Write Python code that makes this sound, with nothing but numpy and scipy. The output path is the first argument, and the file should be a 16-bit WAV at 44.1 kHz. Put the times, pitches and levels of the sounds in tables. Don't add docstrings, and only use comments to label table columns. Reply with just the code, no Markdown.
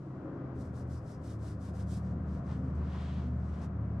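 import sys
import numpy as np
from scipy import signal
from scipy.fft import rfft, irfft
from scipy.io import wavfile
from scipy.ndimage import uniform_filter1d, map_coordinates

SR = 44100
rng = np.random.default_rng(int(sys.argv[2]) if len(sys.argv) > 2 else 0)


def output_pcm(signal):
    pcm = np.clip(np.atleast_2d(signal).T, -1, 1) * 32767
    wavfile.write(sys.argv[1], SR, np.round(pcm).astype(np.int16))


N = 176400

# (f/Hz, relative density/dB)
RUMBLE_SPECTRUM = [(15, -39.5), (33, -32.5), (46, -5.5), (56, -7), (72, 1), (120, 2.5), (190, -2.5),
                   (270, -4.5), (340, -14.5), (450, -17.5), (700, -37.5), (1500, -74.5), (5000, -100)]
RUSH_SPECTRUM = [(150, 2.5), (330, -0.5), (450, -1.5), (560, 0.5), (700, 0.5), (850, -9.5), (1020, -5),
                 (1400, -9), (1900, -19), (2600, -29.5), (3800, -41), (6000, -44), (12000, -70)]
ROAR_SPECTRUM = [(170, -19), (280, 7.5), (350, 7.5), (460, -7), (580, -4), (850, -15.5), (1200, -13),
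                 (5000, -90)]
TREE_SPECTRUM = [(2000, 2.5), (5500, -0.5), (9000, -7), (11000, -20.5), (15000, -32.5)]
# (t/s, level/dB)
RUMBLE_LEVEL = [(0, -54), (.4, -45), (1.8, -45.5), (2.6, -41.5), (4, -46)]
RUSH_LEVEL = [(0, -56.5), (.4, -51), (1.2, -53.5), (1.9, -52.5), (2.3, -51.5), (2.8, -50.5), (3.3, -53),
              (3.65, -49), (4, -52)]
ROAR_LEVEL = [(0, -52.5), (.3, -47.5), (.5, -50), (.8, -56), (1.47, -54.5), (1.6, -60.5), (2.85, -57),
              (3.05, -63), (3.85, -54.5)]
TREE_LEVEL = [(0, -80), (.45, -87.5), (2.6, -82), (3.4, -80), (3.75, -88), (4, -83.5)]
# (f/Hz, left minus right/dB)
RUSH_PAN = [(100, 2.5), (370, 8), (700, 6.5), (2400, 6), (9000, 5)]
# (f/Hz, ratio of side to mid)
RUSH_SPREAD = [(100, .08), (400, 0.16), (700, 0.35), (1400, 0.72), (3000, 0.83), (8000, 0.54)]

# (t/s, f/Hz)
DRONE_FIRING = [(0, 78.5), (1, 78), (1.4, 76.5), (2.6, 76.5), (3.4, 76.5), (4, 77)]
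LABOUR_FIRING = [(0, 132.7), (.45, 129.9), (1, 119.3), (1.35, 111), (1.65, 103), (1.85, 106), (2.05, 113.1),
                 (2.3, 126), (2.55, 130.6), (3.05, 127.6), (3.35, 121.1), (3.7, 109), (4, 109.7)]
# (multiple of the cycle rate, relative level/dB)
DRONE_ORDERS = [(12, -5), (14, -7), (15, -4), (17, -14), (22, -23.5), (28, -22.5)]
# (nominal f/Hz, relative level/dB)
WHINE_PARTIALS = [(285, -4.5), (260, -7), (310.4, -4), (340.5, -8.5), (421.5, -13.5), (547.7, -14.5)]
# (t/s, frequency ratio)
WHINE_GLIDE = [(0, 1.01), (1, .985), (4, .99)]
# (t/s, level/dB)
DRONE_LEVEL = [(0, -75), (.45, -58), (.6, -44), (.73, -52), (.97, -42.5), (1.07, -58), (1.2, -47),
               (1.45, -46.5), (1.8, -41.5), (2.3, -38.5), (2.42, -42.5), (2.8, -35.5), (3.05, -38),
               (3.4, -35.5), (3.57, -40.5), (3.85, -39.5), (4, -37.5)]
ORDERS_LEVEL = [(0, -49.5), (1.3, -52.5), (1.9, -40.5), (4, -42)]
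LABOUR_LEVEL = [(0, -51), (.12, -43.5), (.25, -53), (.45, -41), (.72, -48.5), (.95, -42), (1.12, -54.5),
                (1.3, -41.5), (1.47, -41), (1.6, -48.5), (1.85, -39), (2.25, -48), (2.58, -41), (2.8, -48),
                (3.35, -40.5), (3.55, -55.5), (3.82, -36.5), (4, -39)]
OCTAVE_LEVEL = [(0, -60.5), (.5, -53), (1, -63.5), (1.8, -60.5), (2.3, -53), (2.7, -50.5), (3.15, -59.5),
                (3.32, -47), (3.42, -56), (4, -56.5)]
WHINE_LEVEL = [(0, -61), (.3, -48.5), (.7, -56), (1.4, -54.5), (1.7, -58.5), (4, -67.5)]
TONE_LEVEL = [(0, -66), (1.2, -67), (1.85, -59), (2.4, -71)]

# (peak t/s, rise/s, fall/s, level/dB)
CLOTH_SCUFFS = [(2.075, .05, .09, -69.5), (2.345, 0.1, 0.069, -65.5), (2.505, 0.076, 0.12, -65.5),
                (2.68, 0.083, .05, -73), (2.757, 0.019, 0.059, -69), (3.48, 0.1, 0.076, -70.5),
                (3.59, 0.13, .06, -67.5), (3.63, 0.035, 0.044, -60.5)]
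LAST_SWIPE = [(3.643, .014, .022, -71)]
MAT_SLIDES = [(2.505, 0.039, 0.088, -61), (2.81, 0.063, .08, -70.5), (2.97, .13, 0.19, -60),
              (3.08, 0.31, .25, -58), (3.25, 0.074, 0.054, -66), (3.60, 0.13, 0.093, -64.5)]
MAT_DRAGS = [(2.505, 0.026, .04, -60), (2.82, .07, .05, -59.5), (2.95, 0.022, 0.039, -54.5),
             (3.635, .04, 0.045, -61)]
WEAVE_RASPS = [(3.05, 0.18, 0.24, -68)]
# (f/Hz, relative density/dB)
CLOTH_SPECTRUM = [(1200, 10), (2500, -2.5), (4000, -3), (5500, -0.5), (7200, -5.5), (9200, -7.5),
                  (11000, -19), (14000, -26)]
SLIDE_SPECTRUM = [(400, -0.5), (1000, 10.5), (1800, 4.5), (2500, -0.5), (3150, -1), (4300, -5.5),
                  (6000, -10.5), (9000, -18), (11000, -32), (14000, -40)]
DRAG_SPECTRUM = [(400, -22), (750, -0.5), (1050, 2), (1500, -11.5), (2300, -17), (5000, -48.5)]
WEAVE_SPECTRUM = [(1700, -31), (3200, 0), (4200, -8.5), (8000, -43)]
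# (t/s, level/dB)
GRIT_TICKS = [(2.681, -75), (2.701, -74)]

# (start t/s, length/s, fraction of the stroke at which the hand is fastest,
# level/dB, rasp weight/dB, ring weight/dB, ring f/Hz)
STROKES = [(0.537, 0.19, 0.44, -71, -11, -12, 5640), (0.712, 0.14, 0.64, -71, -16, -8, 5500),
           (.851, 0.17, 0.62, -70.5, -16, -4, 5200), (1.013, 0.17, 0.67, -69.5, -13, -4.5, 5130),
           (1.191, 0.18, 0.66, -66.5, 2, -11.5, 5420), (1.375, 0.2, 0.54, -66, 1.5, -9.5, 4900),
           (1.581, 0.14, 0.7, -65, 3, -11, 4780), (1.719, .14, .6, -65.5, 1.5, -11, 5226),
           (1.85, .18, 0.54, -62, -1, -15, 4620)]
# (f/Hz, relative density/dB)
HISS_SPECTRUM = [(2000, -10.5), (3800, -2), (5200, 1), (7000, -1), (9000, -2), (11000, -9.5),
                 (12600, -12.5), (15000, -26)]
RASP_SPECTRUM = [(700, -7), (1500, 11), (2500, 2.5), (3800, 2.5), (5500, -21), (13000, -36)]
RING_SPECTRUM = [(3000, -39), (4450, -15), (5100, -2.5), (5650, -5.5), (6600, -17), (10000, -39)]
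# (f/Hz, left minus right/dB)
RUB_PAN = [(1500, 2), (3000, 0.5), (7300, -0.5), (8150, -7), (9700, -4), (14000, -5.5)]

TIME = np.arange(N) / SR


def undb(db):
    return 10 ** (np.asarray(db) / 20)


def curve(rows):
    return np.interp(TIME, *np.array(rows, float).T)


def over_bins(rows):
    hz, value = np.array(rows, float).T
    bin_hz = np.maximum(np.arange(N // 2 + 1) * SR / N, 1)
    return np.interp(np.log(bin_hz), np.log(hz), value)


def walk(rate_hz):
    hold = int(SR / rate_hz)
    steps = np.repeat(rng.standard_normal(N // hold + 1), hold)
    smooth = uniform_filter1d(uniform_filter1d(steps, hold), hold)[:N]
    return smooth / smooth.std()


def stereo_noise(spectrum, pan_db, spread, grain=0):
    size = np.exp(grain * np.repeat(rng.standard_normal(N // 24 + 1), 24)[:N])
    mid, side = rfft(rng.standard_normal((2, N)) * size) * undb(over_bins(spectrum))
    sign = np.array([[1], [-1]])
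    pair = irfft((mid + sign * spread * side) * undb(sign * pan_db / 2), N)
    return pair / pair.mean(axis=0).std()


def valley():
    rumble = undb(curve(RUMBLE_LEVEL) + .8 * walk(9))
    rumble = rumble * stereo_noise(RUMBLE_SPECTRUM, pan_db=1, spread=.022)
    rush = undb(curve(RUSH_LEVEL) + .75 * walk(11))
    rush = rush * stereo_noise(RUSH_SPECTRUM, over_bins(RUSH_PAN), over_bins(RUSH_SPREAD))
    roar = undb(curve(ROAR_LEVEL) + .88 * walk(14))
    roar = roar * stereo_noise(ROAR_SPECTRUM, pan_db=1.5, spread=.18)
    trees = undb(curve(TREE_LEVEL)) * stereo_noise(TREE_SPECTRUM, pan_db=-2.5, spread=.94)
    return rumble + rush + roar + trees


def partial(hz, scatter=0, waver=.00304, fading_hz=14):
    cycles = np.cumsum(hz * (1 + waver * walk(5.91))) / SR + rng.random()
    direct = np.sqrt(2 * (1 - scatter))
    scattered = np.sqrt(scatter) * (walk(fading_hz) + 1j * walk(fading_hz))
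    return np.imag((direct + scattered) * np.exp(2j * np.pi * cycles))


def far_whines(scatter=.78, tone_hz=512.54):
    glide = .99 * curve(WHINE_GLIDE)
    whines = sum(undb(db) * partial(hz * glide, scatter) for hz, db in WHINE_PARTIALS)
    return undb(curve(WHINE_LEVEL)) * whines + undb(curve(TONE_LEVEL)) * partial(tone_hz, scatter)


def droning_engine(cylinders=6):
    firing_hz = curve(DRONE_FIRING)
    cycle_hz = firing_hz / cylinders
    hum = partial(.99 * firing_hz)
    overtones = sum(undb(db) * partial(order * cycle_hz) for order, db in DRONE_ORDERS)
    return undb(curve(DRONE_LEVEL)) * hum + undb(curve(ORDERS_LEVEL)) * overtones


def labouring_engine():
    firing_hz = curve(LABOUR_FIRING)
    fundamental = undb(curve(LABOUR_LEVEL)) * partial(firing_hz)
    octave = undb(curve(OCTAVE_LEVEL)) * partial(2 * firing_hz, scatter=.39)
    return fundamental + octave


def swells(rows):
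    power = 0
    for peak, rise, fall, db in rows:
        offset = np.clip((TIME - peak) / np.where(TIME < peak, rise, fall), -1, 1)
        power = power + (undb(db) * np.cos(np.pi / 2 * offset)) ** 2
    return np.sqrt(power)


def fabric_noise(spectrum, pan_db):
    return stereo_noise(spectrum, pan_db, spread=.46, grain=.13)


def clothes_and_grit(tick_decay_s=.0018):
    ticks = sum(undb(db) * (TIME >= at) * np.exp(-np.abs(TIME - at) / tick_decay_s)
                for at, db in GRIT_TICKS)
    scuffs = swells(CLOTH_SCUFFS) * undb(1.3 * walk(60))
    swipe = swells(LAST_SWIPE) * fabric_noise(HISS_SPECTRUM, over_bins(RUB_PAN))
    return (scuffs + ticks) * fabric_noise(CLOTH_SPECTRUM, pan_db=-2) + swipe


def mat(pan_db=.5):
    slide = swells(MAT_SLIDES) * undb(.7 * walk(40)) * fabric_noise(SLIDE_SPECTRUM, pan_db)
    drag = swells(MAT_DRAGS) * fabric_noise(DRAG_SPECTRUM, pan_db)
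    weave = swells(WEAVE_RASPS) * fabric_noise(WEAVE_SPECTRUM, pan_db)
    return slide + drag + weave


def linger(envelope, decay_s=.041, tail_db=-13.5):
    pole = np.exp(-1 / (decay_s * SR))
    tail = signal.lfilter([1 - pole], [1, -pole], envelope ** 2)
    return np.sqrt(envelope ** 2 + undb(tail_db) ** 2 * tail)


def rubbing(speed_exponent=1.6, hiss_lead=.3, rasp_trim_db=-4.5, ring_reference_hz=5200):
    hiss_envelope = rasp_envelope = ring_envelope = 0
    for start, length, fastest, db, rasp_db, ring_db, _ in STROKES:
        travel = np.interp((TIME - start) / length, [0, fastest, 1], [0, .5, 1])
        speed = np.abs(np.sin(np.pi * travel))
        push = undb(db) * speed ** speed_exponent
        hiss_envelope += push * (1 + hiss_lead * (1 - 2 * travel))
        rasp_envelope += push * speed ** 2 * undb(rasp_db + rasp_trim_db)
        ring_envelope += push * 2 * travel * undb(ring_db)
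    hiss, rasp, ring = (stereo_noise(spectrum, over_bins(RUB_PAN), spread=.49, grain=.11)
                        for spectrum in (HISS_SPECTRUM, RASP_SPECTRUM, RING_SPECTRUM))
    ring_hz = curve([(start + length / 2, hz) for start, length, *_, hz in STROKES])
    position = np.cumsum(ring_hz / ring_reference_hz)
    ring = np.array([map_coordinates(channel, [position], mode="mirror") for channel in ring])
    strokes = linger(hiss_envelope) * hiss + linger(rasp_envelope) * rasp + linger(ring_envelope) * ring
    return strokes * undb(1.4 * walk(70.06))


def scene():
    background = valley()
    engine_pan = undb([[.2], [-.2]])
    engines = (far_whines() + droning_engine() + labouring_engine()) * engine_pan
    return background + engines + clothes_and_grit() + mat() + rubbing()


def record(dry, bottom_hz=28, top_hz=15100):
    pair = np.array([np.append(0, dry[0, :-1]), dry[1]])
    pair = signal.sosfilt(signal.butter(3, bottom_hz, "high", fs=SR, output="sos"), pair)
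    return signal.sosfilt(signal.ellip(8, .2, 70, top_hz, fs=SR, output="sos"), pair)


dry = scene()
out = record(dry)
output_pcm(out)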